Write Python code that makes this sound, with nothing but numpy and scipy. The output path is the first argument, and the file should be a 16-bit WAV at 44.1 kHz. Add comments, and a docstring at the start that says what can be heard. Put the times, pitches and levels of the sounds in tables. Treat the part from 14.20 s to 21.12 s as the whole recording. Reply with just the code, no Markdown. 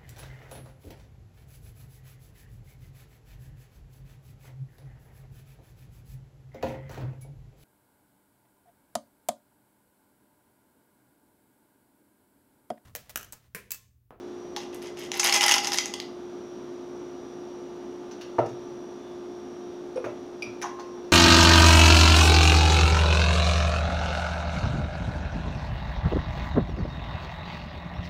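"""A spoon ticks on a ceramic bowl, brushes the sugar in it, then digs through it with a crunch.
At about 4 s the bowl is put down with a knock; near 6 s its lid is picked up and clinks into place.
Bursts of tiny impacts, passed through the resonances of bowl, counter or lid, make these sounds.
A fan made of filtered noise and wavering sines hums throughout, with a thin whistle on two pitches.
A small kitchen adds quick echoes and a short tail to the handling sounds."""
import sys
import numpy as np
from scipy import signal
from scipy.fft import rfft, irfft
from scipy.io import wavfile
from scipy.ndimage import uniform_filter1d

SR = 44100
rng = np.random.default_rng(int(sys.argv[2]) if len(sys.argv) > 2 else 0)


def generate_wav(sig):
    """Save sig (samples, or channels by samples) to the path in sys.argv[1] as 16-bit PCM at SR."""
    pcm = np.round(np.clip(np.atleast_2d(sig).T, -1, 1) * 32767).astype(np.int16)
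    wavfile.write(sys.argv[1], SR, pcm)


N = 305172  # length in samples

# Event levels come before the gains set in the functions; "length" is the time a burst takes to die away.
# the spoon's pushes through the sugar: start t/s, length t/s, crunch level/dB, hollow part over crunch level/dB
PUSHES = [(0.924, 0.059, -35.5, -4), (1.03, 0.0643, -21, -9), (1.126, 0.0445, -20, -4.5),
          (1.207, 0.0587, -23, -2.5), (1.303, 0.0311, -22.5, -15), (1.341, 0.029, -31.5, 4),
          (1.423, 0.0647, -33, -5), (1.517, 0.0281, -26, -8), (1.566, 0.1133, -43.5, -15.5)]
PUSH_ATTACK_S, PUSH_RELEASE_S = 0.0159, 0.0098
# light brushing before the spoon bites: start t/s, length t/s, level/dB
BRUSHES = [(0.399, 0.032, -46.5), (0.526, 0.0192, -43), (0.614, 0.07, -46), (0.767, 0.0928, -42.5)]
BRUSH_ATTACK_S, BRUSH_RELEASE_S = 0.0041, 0.0149
# packed sugar giving way in its largest slips: t/s, level/dB, centre f/Hz
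SLIPS = [(1.031, -11, 2300), (1.053, -10, 6380), (1.125, -4.5, 5200), (1.144, -8.5, 2040),
         (1.161, -7.5, 6000), (1.209, -6, 2780), (1.230, -8.5, 4910), (1.239, -6, 5180), (1.2815, -4, 5220),
         (1.2925, -4.5, 3050), (1.312, -2, 3140), (1.320, -4.5, 6040), (1.340, -4, 5130),
         (1.3815, -10, 4900)]
SLIP_S = 0.00356
# smaller slips at random: level over the push, scatter either way, range of pitch
CRUMBLE_DB, CRUMBLE_SCATTER_DB, CRUMBLE_HZ = 11, 2, (2000, 6600)
# the spoon ticking on the bowl's wall: t/s, level/dB, centre f/Hz, length t/s
TICKS = [(.3637, -22, 3390, 0.00073), (.9175, -16, 6140, 0.00092), (.996, -5.5, 6640, 0.0079),
         (1.4456, -14.5, 3900, 0.0036), (1.471, -14, 4870, 0.00457), (1.5197, -14.5, 4100, 0.00106),
         (1.531, -14, 5600, 0.0048), (1.574, -16, 5800, 0.0038), (1.5853, -7, 4500, 0.00164),
         (1.6578, -18, 5870, 0.00078), (1.7387, -17.5, 4340, 0.0021), (1.801, -20, 4320, 0.00072)]
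# knocks of spoon and lid that sound the bowl's hollow: t/s, level/dB, favoured f/Hz, length t/s
HOLLOW_KNOCKS = [(.365, -31.5, 730, 0.00274), (6.428, -32, 2180, 0.0031), (6.441, -24.5, 1134, 0.0016),
                 (6.462, -36, 1800, 0.0063), (6.589, -36, 1345, 0.0062), (6.775, -45, 1720, 0.0063)]
# spoon, fingers and lid touching the glazed rim: t/s, level/dB, favoured f/Hz, length t/s
RIM_TOUCHES = [(.3638, -28, 3900, 0.0004), (3.911, -40.5, 5020, 0.0113), (4.011, -36, 3875, 0.01),
               (4.188, -39.5, 2390, 0.0045), (4.261, -45, 6460, 0.0021), (4.289, -48.5, 8200, 0.0038),
               (5.843, -36, 2180, 0.0164), (6.416, -33.5, 10500, 0.0023), (6.423, -27.5, 6070, 0.0048),
               (6.596, -40, 5080, 0.01), (6.842, -52, 4000, 0.0041)]
# blows on the counter from bowl and lid: t/s, level/dB, favoured f/Hz, length t/s
COUNTER_KNOCKS = [(4.184, -22.5, 1388, 0.0034), (4.188, -13.5, 700, 0.0029), (4.197, -17.5, 597, 0.00124),
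                  (4.203, -20.5, 800, 0.00167), (4.239, -30, 499, 0.0019), (5.842, -28, 1180, .008),
                  (5.862, -26, 716, 0.00233), (6.268, -37.5, 1100, 0.0045)]
# the lid rocking on the counter as it is picked up: t/s, level/dB, favoured f/Hz, length t/s
LID_ROCKS = [(5.758, -37.5, 6500, 0.00133), (5.760, -28.5, 478, 0.0022), (5.773, -24.5, 486, 0.0021)]
# the lid tapped while it hangs free: t/s, level/dB, favoured f/Hz, length t/s
LID_TAPS = [(6.223, -27, 5400, 0.0022)]
# weight landing on the counter makes its slab boom: t/s, level/dB
BOOMS = [(4.185, -28.5), (5.846, -41.5), (6.272, -44)]
BOOM_HZ, BOOM_RISE_S, BOOM_T60_S = 115.7, 0.0048, 0.312

# the bowl's broad colour: f/Hz, relative level/dB
BOWL_SPECTRUM = [(50, -46), (200, -32), (450, -17.5), (750, -3.5), (1100, -6.5), (1550, -3.5), (2000, -1),
                 (2400, -0.5), (3000, 2), (4100, -5), (6600, -2.5), (7500, -11.5), (10000, -14),
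                 (13000, -18), (16000, -31)]
# the bowl's resonances: f/Hz, width f/Hz, strength relative to the spectrum level/dB
BOWL_MODES = [(819.1, 17.4, 16.7), (992, 37.4, 9.15), (1333, 68, 3.66), (1858, 23.4, 1.3), (2041, 167, 7.7),
              (2738, 50, 2.63), (3296, 38, 2), (5080, 250, 5.76), (6362, 140, 3.86), (9816, 257, 3.2)]
# the bowl's hollow, broad colour: f/Hz, relative level/dB
HOLLOW_SPECTRUM = [(150, -36.5), (500, -5.5), (800, 10), (1700, -2), (2300, -15), (5000, -11.5),
                   (12000, -55.5)]
# the hollow's resonances: f/Hz, width f/Hz, strength relative to the spectrum level/dB
HOLLOW_MODES = [(707.3, 13.6, 9.2), (823.3, 29, 11.2), (950, 15.7, 8.8), (1061, 1.74, 17.4),
                (1739, 19, 8.8), (2800, 35, 8.5)]
# the glazed rim's broad colour: f/Hz, relative level/dB
RIM_SPECTRUM = [(400, -7.5), (1800, 8), (3500, -0.5), (5000, -3.5), (6500, 0), (7400, -15), (11000, -21),
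                (16000, -21)]
# the rim's resonances: f/Hz, width f/Hz, strength relative to the spectrum level/dB
RIM_MODES = [(2799, 27.3, 9.17), (4353, 27, 7.3), (4843, 28, 4.6), (5400, 74, 7), (5630, 23, 6.5),
             (5960, 83, 8.8), (8430, 80, 7.5), (10330, 59, 17.8), (11000, 35, 15), (11280, 60, 7),
             (13870, 150, 8)]
# the counter's broad colour: f/Hz, relative level/dB
COUNTER_SPECTRUM = [(40, -37.5), (90, -17), (180, -10), (380, 8.5), (620, 3.5), (1000, 0.5), (1700, -5.5),
                    (2800, -22), (6000, -34.5), (14000, -75)]
# the counter's resonances: f/Hz, width f/Hz, strength relative to the spectrum level/dB
COUNTER_MODES = [(127.2, 25, 25.4), (366, 64.4, 11.9), (591, 41.3, 10.15), (635.6, 17, 2.4),
                 (917, 15.4, 0.96), (1346, 9.2, 2.6)]
# the lid on the counter, broad colour: f/Hz, relative level/dB
RESTING_LID_SPECTRUM = [(150, 0), (480, 8), (800, 1), (2200, -11.5), (3500, -19), (5800, -19.5),
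                        (7200, -37), (16000, -44.5)]
# the resting lid's resonances: f/Hz, width f/Hz, strength relative to the spectrum level/dB
RESTING_LID_MODES = [(498.5, 56, 11.6), (2160, 37, 10.6), (2460, 34, 8.8), (5520, 30, 18.1),
                     (5650, 41, 18.6), (8916, 21, 36.4), (10050, 26, 23)]
# the free lid's broad colour: f/Hz, relative level/dB
LID_SPECTRUM = [(300, -11), (1600, -5.5), (2400, 0.5), (3300, -6.5), (5500, -1), (7200, -21.5),
                (12000, -22), (16000, -34.5)]
# the free lid's resonances: f/Hz, width f/Hz, strength relative to the spectrum level/dB
LID_MODES = [(2380, 146, 18.1), (2466, 32, 16.3), (2830, 32, 9.3), (3920, 19.4, 17), (4796, 58, 14),
             (4810, 50, 7.1), (5360, 41, 8.3), (5783, 40.6, 20.1), (5720, 17, 15.3), (7880, 26, 14.8),
             (10020, 36, 27.7), (11970, 40, 12)]

# colour of the fan's rushing air: f/Hz, relative level/dB
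AIR = [(25, -25), (55, -20), (80, -17), (110, -14), (180, -8), (260, 1.5), (340, -4.5), (650, -9),
       (1300, -17.5), (2000, -26), (4800, -31), (6300, -32), (7500, -42.5), (10500, -45), (15500, -54)]
AIR_DB = -45  # rms level of the air
# hum of the motor: f/Hz, rms before wavering level/dB
HUM = [(59.2, -76.5), (81, -70), (143, -67), (214.5, -60.5), (265, -56), (296.2, -59), (355.35, -41),
       (414.55, -52.5), (651.4, -64.5), (710.6, -61), (880, -64), (1184.3, -65.5)]
# faint high lines of the motor: f/Hz, rms before wavering level/dB
WHINE = [(2900, -77.5), (3198, -78), (3435, -77.5), (3494, -74), (3731, -77), (3849, -86), (3908, -80),
         (5862, -73.5), (6928, -85)]
# the thin whistle's two pitches: f/Hz, rms before wavering level/dB
WHISTLE = [(5626, -70), (5803, -67.5)]
# how long the kitchen rings: f/Hz, time to fall by 60 dB t/s
KITCHEN_RING = [(120, 0.91), (500, 0.289), (1200, 0.351), (3500, 0.366), (6000, 0.299), (10000, 0.219),
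                (16000, 0.209)]
EDGE_HZ = 16000  # upper edge of the final sound


def pushing():
    """Adds up the spoon's pushes into two gains: the crunch and the hollow low part."""
    dig, deep = np.zeros(N), np.zeros(N)
    for start, length, db, low_db in PUSHES:
        push = amp(db) * stroke(start, length, PUSH_ATTACK_S, PUSH_RELEASE_S)
        dig += push
        deep += push * amp(low_db)
    return dig, deep


def scoop(dig, deep, crunch_db=-7, hollow_db=-4, brush_db=-5, fizz_db=-13, hollow_hz=1250, fine_db=4):
    """Crystals grind under the spoon and shake the bowl; deep strokes also sound its hollow."""
    brush = np.zeros(N)
    for start, length, db in BRUSHES:
        brush += amp(db + brush_db) * stroke(start, length, BRUSH_ATTACK_S, BRUSH_RELEASE_S)

    # the hollow part keeps only the low sound
    low_pass = lambda hz: -10 * np.log10(1 + (hz / hollow_hz) ** 8)
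    hollow = ring(BOWL_SPECTRUM, BOWL_MODES, low_pass)
    low_grind = crystals(rate=2500, spread_db=1.5) * deep * amp(hollow_db)
    out = signal.oaconvolve(low_grind, hollow)[:N]

    # crystals of different sizes crack at different pitches
    crunch = (dig * amp(crunch_db) + brush) / 2
    for centre_hz in [1900, 2970, 3900, 6300]:
        body = ring(BOWL_SPECTRUM, BOWL_MODES, lambda hz: 9 * favour(hz, centre_hz, 0.61))
        out += signal.oaconvolve(crystals(rate=1000, spread_db=5.0) * crunch, body)[:N]

    # the finest ones snap sparsely and high
    fizz = (dig + brush * amp(fine_db)) * amp(fizz_db) / 2
    for centre_hz in [7390, 8750, 10840, 12500]:
        body = ring(BOWL_SPECTRUM, BOWL_MODES, lambda hz: 22 * favour(hz, centre_hz, 0.555))
        out += signal.oaconvolve(crystals(rate=150, spread_db=7.5) * fizz, body)[:N]
    return out


def crystals(rate, spread_db):
    """Cracking crystals as random clicks (rate per second), rms 1: most are small, a few large."""
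    size = amp(spread_db * np.minimum(rng.exponential(1, N), 4))
    sign = rng.choice([-1, 1], N)
    cracks = rng.random(N) < rate / SR
    return unit(size * sign * cracks)


def stroke(start, length, attack, release):
    """Gain of one movement of the spoon: it bites, holds and dies away."""
    t = np.arange(N) / SR - start
    bite = np.clip(t / attack, 0, 1)
    return bite * np.exp(-np.clip((t - length) / release, 0, 60))


def crumbles(dig, count=44):
    """Small slips spread through the digging, about as strong as the push of the moment allows."""
    when, size, pitch = rng.random((count, 3)).T
    start = PUSHES[0][0]
    end = PUSHES[-1][0] + PUSHES[-1][1]
    s = start + (end - start) * (np.arange(count) + when) / count
    push_db = 20 * np.log10(dig[(s * SR).astype(int)] + 1e-9)
    db = push_db + CRUMBLE_DB + CRUMBLE_SCATTER_DB * (2 * size - 1)
    low_hz, high_hz = CRUMBLE_HZ
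    return list(zip(s, db, low_hz * (high_hz / low_hz) ** pitch))


def spoon(rows, gain_db, focus_db, treble_db, octaves, first):
    """Bursts at the spoon's edge ring the bowl; crushed crystals add treble."""
    out = np.zeros(N)
    for s, db, centre_hz, length in rows:
        tint = lambda hz: (focus_db * favour(hz, centre_hz, octaves)
                           + treble_db * favour(hz, 8100, 1.0))
        body = ring(BOWL_SPECTRUM, BOWL_MODES, tint)
        burst = signal.fftconvolve(chatter(length, first), body)
        add(out, s, amp(db + gain_db) * burst / np.linalg.norm(burst))
    return out


def blows(rows, spectrum, modes, gain_db, focus_db, first):
    """Contacts ring one body (hollow, rim, counter or lid), each favouring its own pitch."""
    out = np.zeros(N)
    for s, db, centre_hz, length in rows:
        body = ring(spectrum, modes, lambda hz: focus_db * favour(hz, centre_hz, 0.529))
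        blow = signal.fftconvolve(chatter(length, first), body)
        add(out, s, amp(db + gain_db) * blow / np.linalg.norm(blow))
    return out


def chatter(length, first):
    """One contact, of energy 1: a first impact, then tiny impacts that die away."""
    t = np.arange(int(5 * length * SR) + 2) / SR
    grains = rng.standard_normal(len(t)) * np.exp(-t / length)
    grains /= np.linalg.norm(grains)
    grains[0] += first
    return grains / np.linalg.norm(grains)


def ring(spectrum, modes, tint=lambda hz: 0, size=16384):
    """A struck body's response, of energy 1: broad colour plus resonances; tint adds a colour in dB."""
    hz = np.fft.rfftfreq(size, 1 / SR)
    peaks = sum(amp(db) ** 2 / (1 + (2 * (hz - f) / width) ** 2) for f, width, db in modes)
    log_gain = np.log(amp(read(spectrum, hz) + tint(hz)) * np.sqrt(1 + peaks))
    # minimum phase: nothing sounds before the blow
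    circle = np.concatenate([log_gain, log_gain[-2:0:-1]])
    response = irfft(np.exp(np.conj(signal.hilbert(circle)))[:len(hz)])
    return response / np.linalg.norm(response)


def favour(hz, centre_hz, octaves):
    """A smooth hump from 0 to 1: the part of a body's sound that one contact excites best."""
    return np.exp(-(np.log2((hz + 1) / centre_hz) / octaves) ** 2)


def booms():
    """The counter's lowest mode swings under each heavy landing and dies away."""
    out = np.zeros(N)
    t = np.arange(SR) / SR
    rise = np.minimum(t / BOOM_RISE_S, 1)
    decay = np.exp(-np.log(1000) * t / BOOM_T60_S)
    swing = np.sin(2 * np.pi * BOOM_HZ * t) * rise * decay
    for s, db in BOOMS:
        add(out, s, amp(db) * swing)
    return out


def fan():
    """Rushing air is coloured noise; the motor's hum, high lines and whistle are wavering sines."""
    colour = amp(read(AIR, np.fft.rfftfreq(N, 1 / SR)))
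    air = unit(irfft(rfft(rng.standard_normal(N)) * colour, N))
    hum = tones(HUM, waver_db=0.85, waver_rate=3.7, wander=0.126)
    whine = tones(WHINE, waver_db=3.0, waver_rate=3.6, wander=0.19)
    whistle = tones(WHISTLE, waver_db=2.5, waver_rate=3.0, wander=0.28)
    return amp(AIR_DB) * air + hum + whine + whistle


def tones(lines, waver_db, waver_rate, wander):
    """Sines that waver at random in level (dB) and phase (radians)."""
    t = np.arange(N) / SR
    out = np.zeros(N)
    for hz, db in lines:
        level = np.sqrt(2) * amp(db + waver_db * drift(waver_rate))
        phase = 2 * np.pi * (hz * t + rng.random()) + wander * drift(waver_rate)
        out += level * np.sin(phase)
    return out


def drift(rate):
    """Slow random motion of rms 1: noise with little left above the rate in Hz."""
    hz = np.fft.rfftfreq(N, 1 / SR)
    keep_slow = np.exp(-(hz / rate) ** 2) * (hz > 0)
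    return unit(irfft(rfft(rng.standard_normal(N)) * keep_slow, N))


def kitchen(x, wet_db, early_db, size=37):
    """Direct sound, quick echoes off the counter and stove, and a tail of dying noise."""
    t = np.arange(SR // 2) / SR
    hz, at, z = signal.stft(rng.standard_normal(len(t)), SR, nperseg=256)
    fade = amp(-60 * at / read(KITCHEN_RING, hz)[:, None])  # each pitch has its own fading time
    tail = signal.istft(z * fade, SR, nperseg=256)[1][:len(t)]
    tail *= np.clip((t - .003) / 0.0127, 0, 1)
    response = amp(wet_db) * tail / np.linalg.norm(tail)
    echoes = (rng.uniform(.001, .008, size=6) * SR).astype(int)
    response[echoes] += amp(early_db) * rng.choice([-1, 1], size=6)
    response[0] += 1  # direct sound
    # the room adds time but favours no band: its broad bumps are evened out
    bumps_db = 10 * np.log10(uniform_filter1d(abs(rfft(response)) ** 2, 2 * size))
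    inverse = np.column_stack([np.fft.rfftfreq(len(t), 1 / SR), -bumps_db])
    even = signal.fftconvolve(response, ring(inverse, []))
    even *= np.linalg.norm(response) / np.linalg.norm(even)
    return signal.oaconvolve(x, even)[:N]


def amp(db):
    """Turns decibels into a gain."""
    return 10 ** (np.asarray(db) / 20)


def unit(x):
    """Scales a sound to rms 1."""
    return x / np.sqrt(np.mean(x ** 2) + 1e-20)


def read(points, hz):
    """Reads between a table's points on a log-frequency axis."""
    f, value = np.transpose(points)
    return np.interp(np.log(hz + 1), np.log(f + 1), value)


def add(mix, s, sound):
    """Mixes a sound in at a given time in seconds."""
    part = mix[round(s * SR):][:len(sound)]
    part += sound[:len(part)]


def scene():
    """The scooping is close; the bowl is put down and lidded farther along the counter."""
    dig, deep = pushing()
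    slip_rows = [(*row, SLIP_S) for row in SLIPS + crumbles(dig)]
    slips = spoon(slip_rows, gain_db=11.0, focus_db=8, treble_db=2.5, octaves=0.18, first=0.21)
    ticks = spoon(TICKS, gain_db=12, focus_db=9.5, treble_db=2.5, octaves=0.623, first=0.067)
    hollow = blows(HOLLOW_KNOCKS, HOLLOW_SPECTRUM, HOLLOW_MODES, gain_db=19.5, focus_db=9.5, first=1.91)
    rim = blows(RIM_TOUCHES, RIM_SPECTRUM, RIM_MODES, gain_db=17.0, focus_db=8.5, first=0.15)
    knocks = blows(COUNTER_KNOCKS, COUNTER_SPECTRUM, COUNTER_MODES,
                   gain_db=20.5, focus_db=11.5, first=0.685)
    rocks = blows(LID_ROCKS, RESTING_LID_SPECTRUM, RESTING_LID_MODES,
                  gain_db=21.5, focus_db=8, first=0.7)
    lid = blows(LID_TAPS, LID_SPECTRUM, LID_MODES, gain_db=19.5, focus_db=1, first=1.23)

    near = kitchen(scoop(dig, deep) + slips + ticks, wet_db=-6.0, early_db=-11.5)
    far = kitchen(lid + rim + hollow, wet_db=-1.5, early_db=-6.5)
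    counter = kitchen(knocks + rocks, wet_db=-4.0, early_db=-6.5) + booms()
    return (near + far + counter + fan())[None]


def record(dry):
    """Removes the sound above the upper edge with a steep low-pass filter."""
    low_pass = signal.firwin(511, EDGE_HZ, window=("kaiser", 9), fs=SR)
    return signal.oaconvolve(dry, low_pass[None], "same")


dry = scene()
out = record(dry)
generate_wav(out)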